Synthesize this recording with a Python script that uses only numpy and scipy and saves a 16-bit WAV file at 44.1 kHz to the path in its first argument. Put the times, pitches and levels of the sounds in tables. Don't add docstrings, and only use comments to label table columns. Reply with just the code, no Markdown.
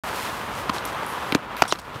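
import sys
import numpy as np
from scipy import signal
from scipy.fft import rfft, irfft
from scipy.io import wavfile
from scipy.ndimage import uniform_filter1d

SR = 44100
rng = np.random.default_rng(int(sys.argv[2]) if len(sys.argv) > 2 else 0)


def field_ratio(decibels):
    return 10 ** (np.asarray(decibels, dtype=float) / 20)


def pcm_store(signal):
    levels = np.round(np.clip(np.atleast_2d(signal), -1, 1) * 32767)
    wavfile.write(sys.argv[1], SR, levels.astype(np.int16).T)


N = 88200


def level(x, db=0):
    return x * field_ratio(db) / np.sqrt(np.mean(x ** 2))


def colour(x, points):
    hz, db = np.array(points).T
    f = np.maximum(np.fft.rfftfreq(len(x), 1 / SR), 1)
    gain_db = np.interp(np.log(f), np.log(hz), db, left=-80, right=-80)
    return irfft(rfft(x) * field_ratio(gain_db), len(x))


def highpass(x, hz):
    return signal.lfilter(*signal.butter(2, hz, "high", fs=SR), x)


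def ring(x, hz, t60_s):
    r = np.exp(-np.log(1000) / (t60_s * SR))
    w = 2 * np.pi * hz / SR
    return signal.lfilter([np.sqrt(1 - r * r) * np.sin(w) * 2], [1, -2 * r * np.cos(w), r * r], x)


def walk(rate_hz):
    k = int(SR / rate_hz)
    steps = np.repeat(rng.standard_normal(N // k + 1), k)
    smooth = uniform_filter1d(uniform_filter1d(steps, k), k)
    return level(smooth[:N])


def add(out, start_s, x):
    i = int(start_s * SR)
    out[i:i + len(x)] += x[:N - i]


def bump(t, centre_s, width_s, hz, db):
    u = t - centre_s
    return field_ratio(db) * np.exp(-(u / width_s) ** 2) * np.sin(2 * np.pi * hz * u)


def grit(per_s, scatter_db):
    hit = rng.random(N) < per_s / SR
    size = field_ratio(scatter_db * rng.exponential(1, N)) * rng.standard_normal(N)
    return level(hit * size) + 1.1 * rng.standard_normal(N)


def tick(hz, t60_s, octaves, strike=3):
    u = np.arange(1500) / SR
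    x = (rng.standard_normal(len(u)) + strike * (u == 0)) * np.exp(-np.log(1000) * u / t60_s)
    half = 2 ** (octaves / 2)
    band_hz = [hz / half, min(hz * half, .45 * SR)]
    y = signal.lfilter(*signal.butter(2, band_hz, "band", fs=SR), x)
    return y / np.abs(y).max()


# time in seconds, rolling level in dB, sideways scrub level in dB.
ROLL_LEVELS = [(.04, -33.5, -44.5), (.14, -32.5, -44), (.16, -33.5, -39), (.295, -31.5, -41.5),
               (0.308, -33.5, -44.5), (.5, -33, -51), (.59, -34, -45), (.67, -34.5, -51.5),
               (.92, -32.5, -50), (1.15, -33, -48.5), (1.31, -32.5, -49), (1.37, -35.5, -55),
               (1.42, -38, -69), (1.56, -36, -78), (1.66, -37.5, -50.5), (1.8, -44, -57), (1.93, -39, -61),
               (2.0, -37, -54)]
# frequency in Hz, density in dB per Hz.
WHEEL_SPECTRUM = [(88, -12.5), (745, -4), (998, 0), (1300, -3.5), (1900, -10.5), (3300, -16.5),
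                  (5500, -30.5), (10200, -38.5), (16000, -38)]
SCRUB_SPECTRUM = [(1500, 13.5), (3000, 8), (5000, 5.5), (7000, 1.5), (10000, 1), (14000, -1.5), (16000, -3)]


def rolling(t):
    s, roll_db, scrub_db = np.array(ROLL_LEVELS).T
    wheels = level(colour(grit(2500, 1.5), WHEEL_SPECTRUM))
    scrub = level(colour(grit(5100, 1.8), SCRUB_SPECTRUM))
    wheels_db = np.interp(t, s, roll_db) + 2.5 + 0.88 * walk(45.32)
    hiss_db = np.interp(t, s, scrub_db) + 4.0 + 1.0 * walk(31.7)
    return wheels * field_ratio(wheels_db) + scrub * field_ratio(hiss_db)


# frequency in Hz, density in dB per Hz.
AIR_SPECTRUM = [(15, -45), (25, -11), (54, 14), (108, 8.5), (146, 9.5), (237, 7), (348, -4), (400, -6),
                (520, 3), (880, -120)]


def air(t):
    fade_db_per_s = -3
    bed = level(colour(rng.standard_normal(N), AIR_SPECTRUM), -43.5)
    puff = bump(t, 1.962, 0.0081, hz=120, db=-29.5)
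    return bed * field_ratio(0.5 * walk(6.7) + fade_db_per_s * (t - 0.84)) + puff


# start in seconds, level in dB, centre in Hz, t60 in seconds, width in octaves.
LONE_TICKS = [(.539, -40, 5600, .008, .5), (.552, -36, 5800, .01, .8), (.578, -41, 5463, .01, .85),
              (0.6977, -25.5, 8000, 0.0076, 1.8), (0.93, -41, 7387, .012, 1.5),
              (.7445, -47, 9720, .007, 1.5), (.7826, -27.5, 3480, 0.013, 1.1), (.8475, -42, 11500, .01, .5),
              (0.8526, -26, 6500, 0.0044, 1.2), (.8533, -29, 10300, .02, 0.27),
              (.8534, -36, 12800, .035, .08), (.8625, -51, 12500, .006, .5), (0.95, -41, 8000, .006, .8),
              (1.3225, -30, 11000, 0.016, 1), (1.3487, -23, 5450, 0.03, 1.26), (1.349, -33, 12000, .02, .8),
              (1.3525, -31.5, 7460, 0.032, 1.7), (1.3561, -25.5, 2400, .02, .8),
              (1.5672, -31.5, 3460, .012, 1), (1.5673, -36.5, 12000, 0.011, 0.54),
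              (1.621, -15, 5280, 0.023, .5), (1.6217, -25, 11000, .02, 1), (1.6795, -32, 5556, .008, 1.8),
              (1.681, -37, 9060, .17, 0.28), (1.7231, -27.5, 6260, 0.007, 0.21),
              (1.756, -41, 4200, .013, .23), (1.807, -52, 6000, .006, 1), (1.817, -44, 6500, .006, 1.1),
              (1.9444, -40, 2778, .014, .77)]


def ticks():
    out = np.zeros(N)
    for s, db, hz, t60_s, octaves in LONE_TICKS:
        add(out, s, field_ratio(db) * 2 * tick(hz, t60_s, octaves))
    return out


# start in seconds, crack level in dB, contact in ms, boot thump level in dB,
# brightness in dB per octave.
BLOWS = [(.6940, -17.5, 2.7, -45, -3), (.6978, -17.5, 2.2, -27, -2.5), (1.3220, -13, 8.9, -14.5, 1.5),
         (1.3482, -8.5, 1.9, -5.5, -1), (1.6208, -4.5, 5.2, -17.5, 2), (1.7232, -10.5, 1.5, -23, 1),
         (1.6365, -24, 4, -35, -3), (1.6525, -24, 3, -38, -3), (1.751, -33, 2, -41, -5),
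         (1.756, -34.5, 2.5, -46, -0.5), (1.787, -34, 7.8, -41, -3), (1.957, -33, 5, -39, -2)]
# frequency in Hz, level in dB.
JOINT = [(1030, -0.5), (1300, -2), (1860, -11), (2710, -4), (3270, -5), (4200, -6), (6210, -10),
         (7810, -21), (11000, -20)]
TOE = [(1420, 1), (2150, 2), (2790, 6), (3300, 4.5), (3750, 4), (4470, 4), (4790, 1), (8110, -21),
       (11500, -11)]
HEEL = [(1370, -6), (2440, 3.5), (3170, 0.5), (4190, 1.5), (5200, -5.5), (6850, -1.5), (7900, -7),
        (9640, -22), (11600, -14)]
SLAM = [(365, -5.5), (756, 1.5), (1370, 3), (1840, -0.5), (2570, 4.5), (3550, -0.5), (4290, -21),
        (5200, -2), (5680, -2), (7360, -10), (8680, -19), (11500, -20)]
SLAP = [(398, 5), (830, 0.5), (1107, 2), (1420, -0.5), (2060, 0), (2830, 1), (3500, 2), (4720, -1.5),
        (5600, -14), (6300, -8), (9000, -12)]
LIGHT = [(383, -11), (535, -30), (748, 1), (1000, 0), (1374, 8), (2170, -10), (2740, 0), (3600, 0),
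         (4420, 4), (5720, 0.5), (6660, -1), (8600, -15), (11400, -9), (14500, -25)]
HARD_MODES = [JOINT, JOINT, TOE, HEEL, SLAM, SLAP]
# frequency in Hz, level in dB, t60 in seconds.
BOOT_MODES = [(131, -33, 0.094), (225, 1, 0.012), (291, 11.5, 0.04), (400, 5.5, 0.027)]


def frame_crack(u, contact_ms, tilt_db, modes, hard):
    slam = modes is SLAM
    chance = rng.standard_normal((3, len(u)))
    strike = field_ratio(5) * np.exp(-((u - .0007) / .00004) ** 2)
    if slam:
        second_wheel_s, push_s = .0021, .0001
        strike = field_ratio(3) * sum(np.exp(-((u - .0004 - n * second_wheel_s) / push_s) ** 2) / (1 + n / 2)
                              for n in range(2))
    contact_gain = field_ratio(-12 * hard)
    treble_fade = .15 if slam else .38
    detune = 0 if hard else .03
    tail = contact_gain * chance[1] * np.exp(-np.log(1000) * u / .025)
    crack = 0
    for k, (hz, db) in enumerate(modes):
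        x = u / (contact_ms / 1000) * (hz / 1400) ** treble_fade
        contact = contact_gain * chance[0] * np.minimum(u / 0.00023, 1) * np.exp(-x ** 2)
        gain = field_ratio(db + tilt_db * np.log2(hz / 1400)) * (-1) ** k
        crack = crack + gain * ring(strike + contact + tail, hz * (1 + detune * chance[2, k]), 11 / hz)
    crack = highpass(crack, 220)
    return crack / np.abs(crack).max()


def boot_thump(u):
    lag_s, push_s = 0.00292, 0.00065
    push = np.sin(np.pi * np.clip((u - lag_s) / push_s, 0, 1)) ** 2
    thump = -sum(field_ratio(db) * ring(push, hz, t60_s) for hz, db, t60_s in BOOT_MODES)
    thump = highpass(thump, 130)
    return thump / np.abs(thump).max()


def knocks():
    out, u = np.zeros(N), np.arange(4000) / SR
    for n, (s, crack_db, contact_ms, thump_db, tilt_db) in enumerate(BLOWS):
        hard = n < len(HARD_MODES)
        modes = HARD_MODES[n] if hard else LIGHT
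        crack = frame_crack(u, contact_ms, tilt_db, modes, hard)
        add(out, s, field_ratio(crack_db) * 2.09 * crack + field_ratio(thump_db) * boot_thump(u))
    return out


def joint(t):
    return bump(t, .699, 0.004, hz=226, db=-17.5)


# start in seconds, end in seconds, centre in Hz.
SLIDE_SPANS = [(.725, .76, 5000), (.855, .875, 6000), (1.575, 1.62, 4000), (1.679, 1.704, 6000),
               (1.704, 1.74, 5500), (1.786, 1.80, 5000), (1.943, 1.97, 3500)]
SLIDE_LEVELS_DB = [-36.5, -39, -44, -42.5, -42, -41.5, -50.5]


def slides(t):
    out = np.zeros(N)
    for (start_s, end_s, hz), db in zip(SLIDE_SPANS, SLIDE_LEVELS_DB):
        spectrum = [(hz / 4, -12), (hz / 2, -2), (hz, 0), (hz * 2, -8), (16500, -14)]
        hiss = level(colour(grit(5000, 2), spectrum))
        rise_s = .02 if end_s < 1 else .002
        rise = np.clip((t - start_s) / rise_s, 0, 1)
        release = np.clip((end_s - t) / (3 * rise_s) + 1, 0, 1)
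        sag = field_ratio(-60 * (t - start_s).clip(0))
        out += field_ratio(db) * hiss * rise * release * sag
    return out


# start in seconds, level in dB.
BEARING_TICKS = [(1.0646, -25.5), (1.0688, -36), (1.0746, -32), (1.0795, -35), (1.0844, -30), (1.0877, -34),
                 (1.0918, -33), (1.0958, -32), (1.0986, -35), (1.1019, -27.5), (1.1056, -32), (1.1088, -33),
                 (1.1128, -34), (1.1168, -32), (1.1218, -34), (1.1268, -30.5), (1.1318, -36), (1.1371, -32),
                 (1.1435, -38), (1.1538, -34), (1.1569, -42)]


def chatter():
    out = np.zeros(N)
    for s, db in BEARING_TICKS:
        add(out, s, field_ratio(db) * tick(10340, .003, 0.43, strike=8))
    return out


# start in seconds, from Hz, to Hz, fall in ms, level in dB.
SLAB_BENDS = [
    (1.3490, 3200, 330, 1.6, -12),
    (1.6210, 1250, 700, .8, -2),
    (1.7240, 1700, 480, 1.3, -13),
]


def bends():
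    out, u = np.zeros(N), np.arange(1200) / SR
    for s, from_hz, to_hz, fall_ms, db in SLAB_BENDS:
        hz = to_hz + (from_hz - to_hz) * np.exp(-u / (fall_ms / 1000))
        phase = 2 * np.pi * np.cumsum(hz) / SR
        add(out, s, field_ratio(db) * np.sin(phase) * np.minimum(u / 0.00028, 1) * np.exp(-(u / .0034) ** 2))
    return out


# start in seconds, end in seconds, clicks per second, every second click in dB.
STICK_SLIPS = [
    (1.570, 1.619, 370, -2),
]
# level in dB, centre in Hz, width in octaves.
STICK_SLIP_RINGS = [
    [(-35.5, 13000, 0.5), (-27.5, 1850, 1.3)],
]


def rattles():
    out = np.zeros(N)
    for (start_s, end_s, per_s, weak_db), rings in zip(STICK_SLIPS, STICK_SLIP_RINGS):
        for k in range(int((end_s - start_s) * per_s) + 1):
            time_jitter, level_jitter = rng.standard_normal(2)
            click = sum(field_ratio(db) * tick(hz, .009, octaves) for db, hz, octaves in rings)
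            click_db = weak_db * (k % 2) + 1.5 * level_jitter
            add(out, start_s + (k + .08 * time_jitter) / per_s, field_ratio(click_db) * click)
    return out


# time in seconds, pitch in Hz, level in dB.
SQUEAK_PATH = [(1.678, 3600, -52), (1.681, 3500, -42), (1.703, 3400, -47), (1.707, 3800, -33),
               (1.714, 4300, -31), (1.717, 2900, -35), (1.723, 3800, -31), (1.733, 2800, -38),
               (1.738, 2700, -60)]


def squeak(t):
    s, hz, db = np.array(SQUEAK_PATH).T
    pitch_hz = np.interp(t, s, hz) * (1 + .05 * walk(2500))
    phase = 2 * np.pi * np.cumsum(pitch_hz) / SR
    tone = (np.sin(phase) + field_ratio(-15) * np.sin(2 * phase)) * (1 + .5 * walk(900))
    tone *= field_ratio(np.interp(t, s, db, left=-120, right=-120))
    side = level(ring(rng.standard_normal(N), 5500, .006), -44) * (t > s[0]) * (t < s[-1])
    return field_ratio(3.5) * (side + tone)


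def scene():
    t = np.arange(N) / SR
    ride = rolling(t) + air(t) + ticks() + knocks() + joint(t)
    return (ride + slides(t) + chatter() + bends() + rattles() + squeak(t))[None]


def band_limit(x):
    return signal.sosfilt(signal.butter(12, 16510, fs=SR, output="sos"), x)


def record(dry):
    start_s, clip = .0362, .72
    on = np.arange(N) >= start_s * SR
    mic = signal.sosfilt(signal.butter(2, 44, "high", fs=SR, output="sos"), dry)
    hard = np.clip(mic * on, -clip, clip)
    mix = signal.sosfiltfilt(signal.butter(8, 15500, fs=SR, output="sos"), hard)
    return band_limit(mix)


dry = scene()
out = record(dry)
pcm_store(out)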